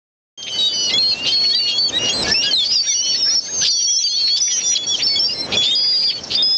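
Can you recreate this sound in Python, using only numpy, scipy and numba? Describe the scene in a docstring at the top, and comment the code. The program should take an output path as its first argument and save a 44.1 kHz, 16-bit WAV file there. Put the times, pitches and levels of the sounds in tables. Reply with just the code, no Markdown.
"""After a short silence, surf, a far flock and near gull voices start together on an open beach.
Surf is filtered noise; the far birds are many faint whistles in a haze of noise. Near birds are gliding
tones (whistled cries and some single harmonics of rasping voices), rasps of throat clicks, hoarse
flutters and, later, warbles. A small camera's gain control lifts the surf between the cries;
it samples at 16 kHz, so the highest tones fold back."""
import sys
import numpy as np
from scipy import signal
from scipy.fft import rfft, irfft, next_fast_len
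from scipy.io import wavfile
from scipy.ndimage import uniform_filter1d
from numba import njit

SR = 44100
rng = np.random.default_rng(int(sys.argv[2]) if len(sys.argv) > 2 else 0)


def log_audio(samples):
    """Write samples as a 16-bit WAV file to the path given in sys.argv[1]."""
    # one column per channel
    frames = np.atleast_2d(samples).T
    # limit to full scale, then quantise
    limited = np.clip(frames, -1, 1)
    pcm = np.round(limited * 32767).astype(np.int16)
    wavfile.write(sys.argv[1], SR, pcm)


def boost_factor(decibels):
    """Convert a level in decibels to a linear amplitude factor."""
    exponent = np.asarray(decibels, float) / 20
    return 10 ** exponent


N = 289737
TIME = np.arange(N) / SR


def unit(x):
    """Scale to rms 1."""
    return x / np.sqrt(np.mean(x ** 2))


def walk(rate_hz, size):
    """Smooth random wander of spread near 1: random steps, averaged twice."""
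    k = max(int(SR / rate_hz), 1)
    steps = np.repeat(rng.standard_normal(size // k + 1), k)
    return 1.3 * uniform_filter1d(uniform_filter1d(steps, k), k)[:size]


def colour(x, shape):
    """Filter a sound by (f/Hz, level/dB) points, joined along a logarithmic frequency scale."""
    hz, db = np.transpose(shape)
    size = next_fast_len(len(x))
    log_f = np.log(np.arange(size // 2 + 1) * SR / size + 1)
    gain = boost_factor(np.interp(log_f, np.log(hz), db))
    return irfft(rfft(x, size) * gain, size)[:len(x)]


def fade(size, rise_s, fall_s):
    """Soft edges for a sound of this many samples."""
    s = np.arange(size) / SR
    return np.clip(s / rise_s, 0, 1) * np.clip(s[::-1] / fall_s, 0, 1)


# How strong each pitch is in the surf noise: (f/Hz, level/dB per Hz)
SURF_COLOUR = [(25, -24), (80, 0.5), (250, 3), (600, 2), (1100, -7.5), (2500, -12.5), (6000, -22.5),
               (8000, -33.5)]


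def surf():
    """Waves blur into a steady wash: noise, strongest in the lows, whose level flickers a little."""
    flicker = boost_factor(1.48 * walk(13, N))
    return boost_factor(-38.5) * unit(colour(rng.standard_normal(N) * flicker, SURF_COLOUR))


# How strong each pitch is in the blur of distant birds: (f/Hz, level/dB per Hz)
HAZE_COLOUR = [(1200, -7.5), (2200, -9.5), (3500, -1), (5000, -3), (6500, -1.5), (8000, -19)]


def haze():
    """Birds too far to tell apart: flickering noise in the pitch range of their cries."""
    flicker = boost_factor(3.5 * walk(18, N))
    return unit(colour(rng.standard_normal(N) * flicker, HAZE_COLOUR))


def whistle(rows, octave_db, waver=.0025, flutter_db=0.73, breath_db=-22):
    """One tone: a wavering near sine and its octave, in a skirt of breath noise; faint ones are rougher."""
    s, hz, db = np.transpose(rows)
    faint = np.clip((-18 - db.mean()) / 14, 0, 1)  # 0 strong .. 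1 faint
    flutter_db = flutter_db * (1 + .6 * faint)
    breath_db = breath_db + 6 * faint
    a, b = int((s[0] - .004) * SR), int((s[-1] + 0.0028) * SR)
    t = np.arange(a, b) / SR
    wavering = 1 + waver * (1 + faint) * walk(60, b - a)
    pitch = uniform_filter1d(np.interp(t, s, hz), 200) * wavering
    phase = 2 * np.pi * (np.cumsum(pitch) / SR + rng.random())
    breathy = np.sin(phase) * (1 + boost_factor(breath_db) * walk(900, b - a))
    tone = breathy + boost_factor(octave_db) * np.sin(2 * phase)
    level = boost_factor(np.interp(t, s, db) + flutter_db * walk(61.2, b - a))
    # a sine of rms 1 peaks at the square root of 2
    return a, np.sqrt(2) * tone * level * fade(b - a, 0.0036, 0.0067)


def far_cries(count=600):
    """Faint random whistles from all over the flock; the hoarse ones throb at the throat's click rate."""
    out = np.zeros(N)
    for when, pitch, length, bend, near, hoarse in rng.random((count, 6)):
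        start_s = when * (N / SR - .2) + .01
        end_s = start_s + 0.03 + 0.14 * length ** 2
        from_hz = 2000 + 3800 * pitch
        to_hz = from_hz * (1.05 - 0.09 * bend)
        db = -5 * near - 6 * (1 - pitch)
        rows = [(start_s, from_hz, db), (end_s, to_hz, db)]
        a, cry = whistle(rows, -10.0, waver=.006, flutter_db=6.5, breath_db=-6.5)
        t = TIME[:len(cry)]
        clicks = np.cos(2 * np.pi * (320 + 150 * near) * t * (1 + 1.5 * t))  # they quicken
        throb = np.exp(2.5 * hoarse ** 2 * clicks)
        out[a:a + len(cry)] += cry * unit(throb) * np.sqrt(np.hanning(len(cry)))
    return unit(out)


def flock(birds):
    """The far birds: whistles in a haze, both swelling when the near birds are loud."""
    window_s, follow = 0.18, 0.67
    far = boost_factor(-6) * haze() + far_cries()
    power = np.abs(uniform_filter1d(birds ** 2, int(window_s * SR)))
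    uproar = np.sqrt(power) / boost_factor(-20)  # 1 when the near birds are at -20 dB
    return boost_factor(-37) * uproar ** follow * far


def glide(start, length, from_hz, to_hz, arch_hz, from_db, to_db):
    """Rows (t/s, f/Hz, level/dB) of a gliding tone: a straight glide with an arch on it."""
    u = np.linspace(0, 1, int(length * 400) + 3)
    arch = u * (1 - u ** 3.3)  # it peaks late, so that cries end in a hook
    pitch = from_hz + (to_hz - from_hz) * u + arch_hz * arch / arch.max()
    return np.transpose([start + length * u, pitch, from_db + (to_db - from_db) * u])


# Cries that break off downward: (start t/s, pitch at start f/Hz, drop f/Hz)
HOOKS = [(.984, 4210, 246), (1.02, 4780, 302), (3.027, 4210, 345), (4.233, 4330, 303), (4.595, 5700, 293.5),
         (5.753, 4910, 354)]


def break_off(rows):
    """Let the pitch of a listed cry fall ever faster over its last moments."""
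    hook_s = 0.02
    for s, hz, drop_hz in HOOKS:
        if abs(s - rows[0, 0]) < .015 and abs(hz / rows[0, 1] - 1) < .05:
            left_s = rows[-1, 0] - rows[:, :1]
            rows = rows - [0, drop_hz, 0] * np.clip(1 - left_s / hook_s, 0, 1) ** 2
    return rows


# Octave above a tone, by pitch; strongest near 2300 Hz, weak in the lowest and highest tones:
# (pitch f/Hz, level/dB against the tone)
OCTAVE_BY_PITCH = [(1600, -48), (2300, -5), (2900, -13.5), (3300, -15), (3800, -26.5), (4400, -43),
                   (6000, -48.5)]
# Tones whose octave departs from that rule: (start t/s, pitch at start f/Hz, octave level/dB against the tone)
OCTAVES = [(.376, 3230, -4.5), (1.111, 2620, -24.5), (1.503, 3160, -25), (1.984, 2840, -5.5),
           (2.092, 3290, -4.5), (2.132, 4090, -6.5), (2.344, 2600, -24.5), (3.925, 3250, -32),
           (4.097, 3250, -35.5), (4.636, 3530, -4.5), (5.344, 4110, -15), (5.758, 3250, -32.5),
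           (6.078, 3590, -37.5), (6.375, 3580, -37.5)]


def octave_level(rows):
    """Level of a tone's octave in dB: its own if listed, otherwise set by its mean pitch."""
    for s, hz, db in OCTAVES:
        if abs(s - rows[0, 0]) < .015 and abs(hz / rows[0, 1] - 1) < .1:
            return db
    return np.interp(np.mean(rows[:, 1]), *np.transpose(OCTAVE_BY_PITCH))


def sing(tones):
    """Sound the near birds' tones, each given as rows (t/s, f/Hz, level/dB), into one track."""
    out = np.zeros(N)
    for rows in tones:
        rows = break_off(rows)
        a, tone = whistle(rows, octave_level(rows))
        out[a:a + len(tone)] += tone[:N - a]
    return out


# Gliding tones of the near birds: whistled cries, and some single harmonics of their rasping voices:
# (start t/s, length t/s, pitch at start f/Hz, pitch at end f/Hz,
# arch f/Hz, level at start level/dB, level at end level/dB)
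GLIDES = [(0.376, 0.19, 3193, 3244, -79, -25, -34), (0.496, 0.422, 3020, 2844, 91, -30, -29),
          (0.524, 0.374, 4565, 4350, 72.5, -29, -26), (0.588, 0.098, 3860, 3810, -49, -19, -13.5),
          (0.687, 0.053, 3560, 3380, -36, -19.5, -40), (0.67, 0.24, 4656, 4800, 167.5, -21, -34),
          (0.739, 0.134, 5850, 5550, 236.5, -28, -27.5), (0.901, 0.06, 2020, 2180, -39, -37.5, -32.5),
          (0.911, 0.045, 4040, 4160, 0.5, -32, -32), (1.299, 0.056, 3530, 3760, 37, -32.5, -37.5),
          (0.938, 0.051, 3342, 3433, -18, -19, -19.5), (0.984, 0.156, 4216, 4300, 20, -14, -16.5),
          (0.985, 0.041, 2774, 2474, -42.5, -31.5, -40.5), (1.029, 0.11, 4650, 4810, 106, -39, -23.5),
          (1.116, 0.18, 2600, 2776, 93.5, -32, -27.5), (1.218, 0.031, 4420, 4630, 5.5, -45.5, -27),
          (1.272, 0.022, 5950, 5430, -5, -29, -36.5), (1.286, 0.075, 3105, 3305, -14.5, -20.5, -32.5),
          (1.305, 0.08, 4700, 4910, -45, -30, -33.5), (1.323, 0.207, 4340, 4408, -2, -18, -12),
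          (1.5, 0.055, 3154, 3040, 278, -28, -18.5), (1.525, 0.049, 1830, 1985, 17, -36, -34.5),
          (1.536, 0.055, 3770, 4000, 91.5, -20, -18), (1.55, 0.159, 4743, 4407, -130.0, -11.5, -21.5),
          (1.59, 0.152, 2824, 2774, 63, -25.5, -26.5), (1.675, 0.047, 3325, 3280, -11.5, -27.5, -29.5),
          (1.692, 0.15, 4400.0, 4110, 51.5, -31, -29), (1.713, 0.081, 3230, 3396, 7.5, -23, -24.5),
          (1.784, 0.1, 4490, 4360, 129, -16.5, -21), (1.845, 0.058, 3260, 2970, 238, -42, -31),
          (1.884, 0.016, 7010, 6170, 0.5, -32.5, -19), (1.927, 0.052, 1790, 2010, -10.5, -44.5, -35),
          (1.928, 0.058, 3580, 3844, 132.5, -34, -17.5), (1.988, 0.123, 2827, 2765, 79.5, -30.5, -28.5),
          (2.095, 0.04, 3260, 3330, 27, -26.5, -36), (2.128, 0.11, 4160, 3690, 281, -32, -38),
          (2.269, 0.065, 1673, 1837, -29, -40.5, -33.5), (2.316, 0.017, 5250, 5460, 1, -29, -14),
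          (2.343, 0.082, 5255, 5730, -33, -18, -22.5), (2.344, 0.142, 2602, 2796, 154.5, -26.5, -25.5),
          (2.438, 0.057, 4830, 4760, 141.5, -23, -33.5), (2.442, 0.064, 1630, 1677, -6, -36, -36.5),
          (2.466, 0.075, 3450, 3190, -180.0, -22, -28.5), (2.513, 0.016, 4590, 4260, 0.5, -18.5, -28),
          (2.535, 0.112, 4255, 3370, -200.0, -12, -13.5), (2.555, 0.12, 4060, 4250, 174.5, -22.5, -21.5),
          (2.599, 0.041, 4220, 4230, 45.5, -35, -18), (2.656, 0.055, 4540, 4550, 63.5, -13, -28.5),
          (2.689, 0.059, 4955, 4960, 17.5, -19.5, -9.5), (2.723, 0.033, 5470, 5340, 280, -14, -12),
          (2.724, 0.03, 2910, 2784, -9, -29.5, -22), (2.752, 0.075, 5410, 5260, -0.5, -14, -21.5),
          (2.757, 0.03, 3900, 3440, -4.5, -23, -18.5), (2.758, 0.068, 4980, 4760, -280, -4.5, -7),
          (2.831, 0.18, 4480, 4570, -9.5, -22, -18), (2.859, 0.024, 1547, 1770, 2.5, -34, -27),
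          (2.872, 0.11, 3265, 3230, 20.5, -30, -30), (2.896, 0.05, 4450, 4160, -37, -18.5, -19.5),
          (2.136, 0.04, 4600, 4750, -42, -33.5, -39.5), (3.023, 0.085, 3080, 3240, 21.5, -24, -30),
          (3.148, 0.02, 1894, 2050, 7, -31, -39.5), (3.262, 0.16, 5160, 4950, 15.5, -23.5, -26.5),
          (3.301, 0.05, 3600, 3640, 66, -27.5, -35), (2.871, 0.062, 3715, 3540, -56.5, -17, -18),
          (2.885, 0.05, 2334, 2144, -48, -26, -24), (2.946, 0.187, 2876, 2897, 119, -23.5, -25.5),
          (3.025, 0.137, 4200, 4584, 43.5, -24.5, -12), (3.03, 0.18, 6040, 5690, 159, -29.5, -28.5),
          (3.177, 0.092, 3736, 3780, -58.5, -28, -34.5), (3.264, 0.027, 1598, 1800, -2, -30.5, -30),
          (3.294, 0.19, 4260, 4390, 98.5, -23.5, -26), (3.414, 0.226, 6240, 5816, 407.5, -27.5, -18.5),
          (3.447, 0.12, 4940, 4830, -77, -31.5, -42), (3.427, 0.11, 3900, 3750, 60.5, -42.5, -40.5),
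          (3.458, .018, 2200, 2080, -1, -45, -35), (3.485, .016, 1600, 1800, 1, -32.5, -36),
          (3.619, .022, 1550, 1766, -1, -35.5, -28.5), (3.68, 0.225, 4700, 4315, 62.5, -9.5, -20.5),
          (3.688, 0.18, 4230, 4464, 156.5, -13, -16), (3.715, 0.11, 3685, 3160, -53, -25.5, -19.5),
          (3.878, 0.041, 3287, 3480, -88.5, -12, -14.5), (3.895, 0.093, 5500, 5470, -140.0, -13, -9.5),
          (3.923, 0.1, 4340, 4500, 4, -21.5, -30), (3.926, 0.12, 3230, 3340, -1.5, -19.5, -22.5),
          (4.052, 0.03, 3320, 2880, 5, -14.5, -19.5), (4.099, 0.25, 5480, 4820, 154, -37, -28),
          (4.149, 0.061, 3620, 3910, 1.5, -27.5, -28.5), (3.962, 0.211, 6260, 5620.0, 457.5, -17, -21),
          (3.989, 0.017, 4300, 3970, 2.5, -4.5, -14.5), (4.041, 0.05, 4630, 4300, 247.5, -3, -7.5),
          (4.095, 0.037, 4800, 5080, -13.5, -21.5, -16), (4.096, 0.062, 3245, 3520, -28.5, -21, -18.5),
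          (4.094, 0.143, 4190, 4330, 206.5, -12, -12.5), (4.156, 0.14, 4326, 3877, 152.5, -17, -18),
          (4.171, 0.064, 3185, 3225, 3, -24.5, -24.5), (4.231, 0.136, 4300, 4694, -130, -10.5, -7.5),
          (4.303, 0.098, 3250, 3510, 37.5, -17.5, -17.5), (4.402, 0.141, 3430, 3080, 252.5, -31, -17.5),
          (4.403, 0.014, 5430, 5570, -500, -13, -2.5), (4.432, 0.12, 5350, 5190, 0.5, -29.5, -17),
          (4.436, 0.12, 4830, 4970, 35, -28, -31.5), (4.49, 0.092, 2920, 3155, -48.5, -37.5, -23),
          (4.616, 0.015, 2690, 2700, -4, -27.5, -29.5), (4.616, 0.018, 4450, 4290, 2, -22.5, -22.5),
          (4.42, 0.176, 5870, 5790, 18.5, -4, -15), (4.423, 0.13, 4700, 4380, 98.5, -22.5, -30.5),
          (4.512, 0.06, 1983, 1873, 0, -31.5, -37.5), (4.521, 0.089, 6300.0, 5530, 345.5, -17, -16),
          (4.589, 0.155, 5720, 5910, -40, -23.5, -9.5), (4.638, 0.14, 3540, 3360, 14, -22.5, -33.5),
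          (4.643, 0.059, 4810, 4840, -14.5, -33, -28), (4.664, 0.043, 5270, 5140, -20, -18.5, -31),
          (4.696, 0.074, 4220, 3970, 0, -27, -31), (4.751, 0.016, 5600, 4000, -350, -21, -5.5),
          (4.754, 0.1, 3296, 3340, 80.5, -14, -25), (4.834, 0.16, 4460, 4260, 166.5, -27.5, -40),
          (4.869, 0.06, 5680, 5406, 118, -18, -21.5), (4.873, 0.084, 3320, 3040, 299.5, -29, -13.5),
          (4.988, 0.015, 2600, 3055, -46, -35.5, -26), (5.004, 0.015, 3370, 3655, -5, -30, -23.5),
          (5.024, 0.015, 4500, 4780, 5, -17, -20), (5.036, 0.13, 5400, 5186, -1, -20.5, -26),
          (5.07, 0.125, 4490, 4670, -150.0, -18, -24.5), (5.099, 0.075, 2230, 2236, -16, -37, -34.5),
          (5.16, 0.037, 3417, 3173, 64, -18, -23), (5.196, 0.079, 5304, 5390, 152, -14.5, -16.5),
          (5.247, 0.088, 4665, 5105, -38.5, -21, -23.5), (5.28, 0.037, 4880.0, 4190, 255, -32, -30.5),
          (5.343, 0.122, 4130, 3940, 136.5, -36.5, -35), (5.364, 0.053, 5200, 5400, 65, -39.5, -21),
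          (5.526, 0.037, 3280, 3440, -1, -39, -34.5), (5.527, 0.035, 2280, 2497, 47.5, -40.5, -28.5),
          (5.573, 0.114, 3465, 3560, -170.0, -20, -22.5), (5.657, 0.094, 3530, 3650, 86.5, -20, -15.5),
          (5.713, 0.04, 3100, 3410, 26, -22, -23.5), (5.335, 0.032, 5450, 5270, -5, -24.5, -40),
          (5.214, .04, 3130, 3300, 18.5, -35.5, -35), (5.345, 0.1, 2080, 2090, 42, -47, -48.5),
          (5.996, 0.13, 5000, 5130, 68, -30.5, -26.5), (6.179, 0.02, 3290, 3030, -3, -36.5, -29),
          (5.753, 0.362, 4903, 4736, 29, -15.5, -14.5), (5.756, 0.31, 4380, 4580, 153.5, -27.5, -23),
          (5.757, 0.14, 3284, 3495, -13, -25, -34.5), (5.887, 0.17, 3490, 3290, 3.5, -33.5, -49.5),
          (5.889, 0.071, 4190, 3750, -10.5, -36.5, -24), (5.975, 0.14, 4210, 4410, 1, -32.5, -24.5),
          (6.074, 0.035, 3530, 3030, 147, -24, -13.5), (6.11, 0.073, 4415, 4500, -5.5, -24, -23),
          (6.173, 0.023, 4480, 4170, 3, -27.5, -39.5), (6.353, 0.022, 4620, 5100, 3, -15, -20.5),
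          (6.375, 0.051, 3577, 3720, -56, -21, -19.5), (6.378, 0.24, 3286, 3570, 22, -33, -21.5),
          (6.427, 0.19, 5014, 4940, 140, -13.5, -10.5)]


def gliding_tones():
    """Near birds' whistled cries, and some single harmonics of their rasping voices, as gliding tones."""
    return sing([glide(*row) for row in GLIDES])


def click(hz, ring_s):
    """One throat click: a brief ring with a soft start, so its band is steep on both sides."""
    t = TIME[:200]
    return (t / ring_s) ** 2 * np.exp(-t / ring_s) * np.sin(2 * np.pi * hz * t)


def resonate(x, hz, width_hz):
    """Two-pole resonance: favours the pitches around one frequency."""
    return signal.lfilter(*signal.iirpeak(hz, hz / width_hz, fs=SR), x)


# Rasps: (start t/s, length t/s, click rate halfway f/Hz, throat resonance halfway f/Hz, level/dB)
RASPS = [(0.422, 0.016, 345, 4860, -23), (0.462, 0.037, 353, 3480, -23.5), (0.612, 0.072, 335, 5820, -34.5),
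         (0.891, 0.023, 337.7, 4130, -26), (1.245, 0.062, 326.3, 4220, -21),
         (1.669, 0.068, 342.4, 4180, -24), (1.939, 0.23, 149.2, 2420, -44.5),
         (2.038, 0.082, 339, 4360, -33.5), (2.255, .067, 335, 4530, -41.5), (2.412, .067, 366, 4080, -26),
         (2.635, 0.047, 459, 4980, -20), (2.691, 0.07, 363.5, 4450, -26.5),
         (2.827, 0.046, 391, 3100, -25.5), (3.101, 0.1, 373.6, 3910, -26.5),
         (3.243, 0.14, 437, 2060, -33.5), (3.608, 0.036, 331, 4560, -21.5), (3.629, 0.07, 406, 4930, -12.5),
         (3.642, 0.04, 303, 4060, -17.5), (3.783, 0.05, 380, 4670, -22), (4.059, 0.032, 380, 3900, -25),
         (4.498, 0.034, 388.5, 4650, -17.5), (3.992, 0.06, 345.4, 3750, -22),
         (4.264, 0.055, 385, 3150, -25), (4.36, 0.033, 357.3, 5010, -7.5), (4.568, 0.06, 415, 3180, -25.5),
         (4.709, 0.047, 408.6, 3170, -26), (4.763, 0.018, 395, 4330, -12.5),
         (4.918, .095, 367, 5600, -29.5), (4.986, 0.051, 373, 3280, -28.5), (5.518, 0.036, 345, 4000, -28),
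         (5.616, 0.064, 372.4, 4460, -23.5), (5.661, 0.056, 352, 3300, -34),
         (6.095, .043, 367, 3470, -24.5), (6.296, 0.074, 355.6, 4500, -25)]


def rasps(jitter=.015, scatter_db=2.5, lower_db=-7, hiss_db=-20):
    """Throat clicks quicken as the beak moves their resonance up; breath hisses through the same throat."""
    throat_rise = 0.2  # share by which the resonance climbs through a rasp
    out = np.zeros(N)
    for start, length, rate_hz, middle_hz, db in RASPS:
        a, size = int(start * SR), int(length * SR)
        along = np.arange(size) / size
        rate = rate_hz * (.83 + .34 * along) * (1 + jitter * walk(300, size))
        phase = np.cumsum(rate) / SR
        click_at = np.flatnonzero(np.diff(np.floor(phase)))  # one click a cycle
        rasp = np.zeros(size + 200)
        chance = rng.standard_normal((64, 2))
        for i, (size_z, pitch_z) in zip(click_at, chance):
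            hz = middle_hz * (1 + throat_rise * (along[i] - .5)) * (1 + .03 * pitch_z)
            ring = click(hz, .00019) - boost_factor(lower_db) * click(.7 * hz, .00028)
            rasp[i:i + 200] += boost_factor(scatter_db * size_z) * ring
        breath = rng.standard_normal(size)
        hiss = resonate(resonate(breath, middle_hz, 2500), middle_hz, 2500)
        rasp = unit(rasp[:size]) + boost_factor(hiss_db) * unit(hiss)
        out[a:a + size] += boost_factor(db) * rasp * fade(size, .3 * size / SR, .35 * size / SR)
    return out


# Hoarse fluttering cries: (start t/s, length t/s, pitch f/Hz, puff rate f/Hz, level/dB)
FLUTTERS = [(1.02, .125, 3140, 75, -32), (1.332, 0.12, 3203, 70, -32.5)]


def flutters():
    """Hoarse whistles, a narrow band of wandering pitch, chopped into uneven puffs."""
    out = np.zeros(N)
    for start, length, hz, rate_hz, db in FLUTTERS:
        a, size = int(start * SR), int(length * SR)
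        pitch = hz * (1 + 0.026 * walk(rate_hz, size))
        band = np.sin(2 * np.pi * np.cumsum(pitch) / SR)
        puff_rate = rate_hz * (1 + 0.49 * walk(rate_hz, size))
        puffs = 1 + np.sin(2 * np.pi * np.cumsum(puff_rate) / SR)
        out[a:a + size] += boost_factor(db) * unit(band * puffs) * fade(size, 0.011, .01)
    return out


def warble(drops):
    """Rows (t/s, f/Hz, level/dB) of a warble: sudden drops, loudest at the bottom, then climbs."""
    drop_s, climb_s, top_softer_db = 0.0094, 0.02, 5.5
    rows = []
    for (at, top_hz, low_hz, db), after in zip(drops, drops[1:] + [None]):
        rows += [(at, top_hz, db - top_softer_db), (at + drop_s, low_hz, db)]
        climbed = at + drop_s + climb_s
        if after and after[0] > climbed:  # most of the climb comes early
            rows.append((climbed, low_hz + 0.68 * (after[1] - low_hz), db - top_softer_db / 2))
    return np.array(rows)


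# Warbled cries, one list each, a row per drop:
# (t/s, pitch before the drop f/Hz, pitch after it f/Hz, level at the bottom level/dB)
WARBLES = [
    [(2.825, 5600, 5690, -12.5), (2.89, 5730, 5760, -5.5), (2.936, 6130, 5540, -6.5),
     (2.985, 5940, 5520, -9.5), (3.036, 5955, 5200, -17), (3.09, 5880, 5460, -13), (3.155, 5600, 5150, -17),
     (3.222, 5570, 5130, -10.5), (3.282, 5540, 5190, -8.5), (3.346, 5800, 5360, -6.5),
     (3.387, 5560, 5230, -4)],
    [(3.705, 5900, 5850, -8), (3.724, 5850, 5500, -7.5), (3.785, 5870, 5580, -6.5), (3.842, 5890, 5485, -5),
     (3.9, 5920, 5630, -1.5), (3.96, 5960, 5200, -1.5), (4.022, 6000, 5110, -2.5)],
]


def warbled_cries():
    """Near birds whose whistle drops suddenly and climbs back, again and again."""
    return sing([warble(drops) for drops in WARBLES])


def scattered(birds):
    """Sand and bodies scatter the near birds' sound: a short dying tail of noise follows it."""
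    size = int(.2 * SR)
    tail = rng.standard_normal(size) * np.exp(-TIME[:size] / .04)
    return boost_factor(-17) * signal.fftconvolve(birds, tail / np.linalg.norm(tail))[:N]


def scene():
    """Near birds, their scattered sound, surf and far flock; silence before the start."""
    start_s, rise_s = .374, 0.004
    birds = gliding_tones() + rasps() + flutters() + warbled_cries()
    beach = surf() + flock(birds)
    opening = np.clip((TIME - start_s) / rise_s, 0, 1)
    return ((birds + scattered(birds) + beach) * opening)[None]


@njit
def ride(x, top, down, up, gain, most):
    """Gain falls while peaks pass the top and creeps back up otherwise; it rests in silence."""
    y = np.empty(len(x))
    for i in range(len(x)):
        y[i] = gain * x[i]
        if x[i] != 0:
            gain = gain * down if abs(y[i]) > top else min(gain * up, most)
    return y


def gain_control(x):
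    """The camera turns itself down fast at loud peaks and up again slowly, within a limit."""
    top, first_db, most_db = 0.29, -9, 15
    attack_db_s, release_db_s = 1487, 57.5  # dB per second
    down, up = 1. * boost_factor(-attack_db_s / SR), 1. * boost_factor(release_db_s / SR)
    return ride(x, top, down, up, 1. * boost_factor(first_db), 1. * boost_factor(most_db))


def fold_back(heard):
    """Sampling mirrors the sound about half its rate; a filter then cuts what lies above that."""
    sampling_hz = 16000
    mirror = heard * 2 * np.cos(2 * np.pi * sampling_hz * TIME)
    return signal.sosfilt(signal.butter(14, 8000, fs=SR, output="sos"), heard + mirror)


def low_pass(x):
    """Removes everything above the highest recorded frequency."""
    return signal.sosfilt(signal.butter(12, 8900, fs=SR, output="sos"), x)


def record(dry):
    """The gain rides the peaks, which are rounded; the top is filtered and the rest of it folds back."""
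    held = gain_control(dry[0])[None]
    rounded = .55 * np.tanh(held / .55)
    heard = signal.sosfilt(signal.butter(10, 7800, fs=SR, output="sos"), rounded)
    return low_pass(fold_back(heard))


dry = scene()
out = record(dry)
log_audio(out)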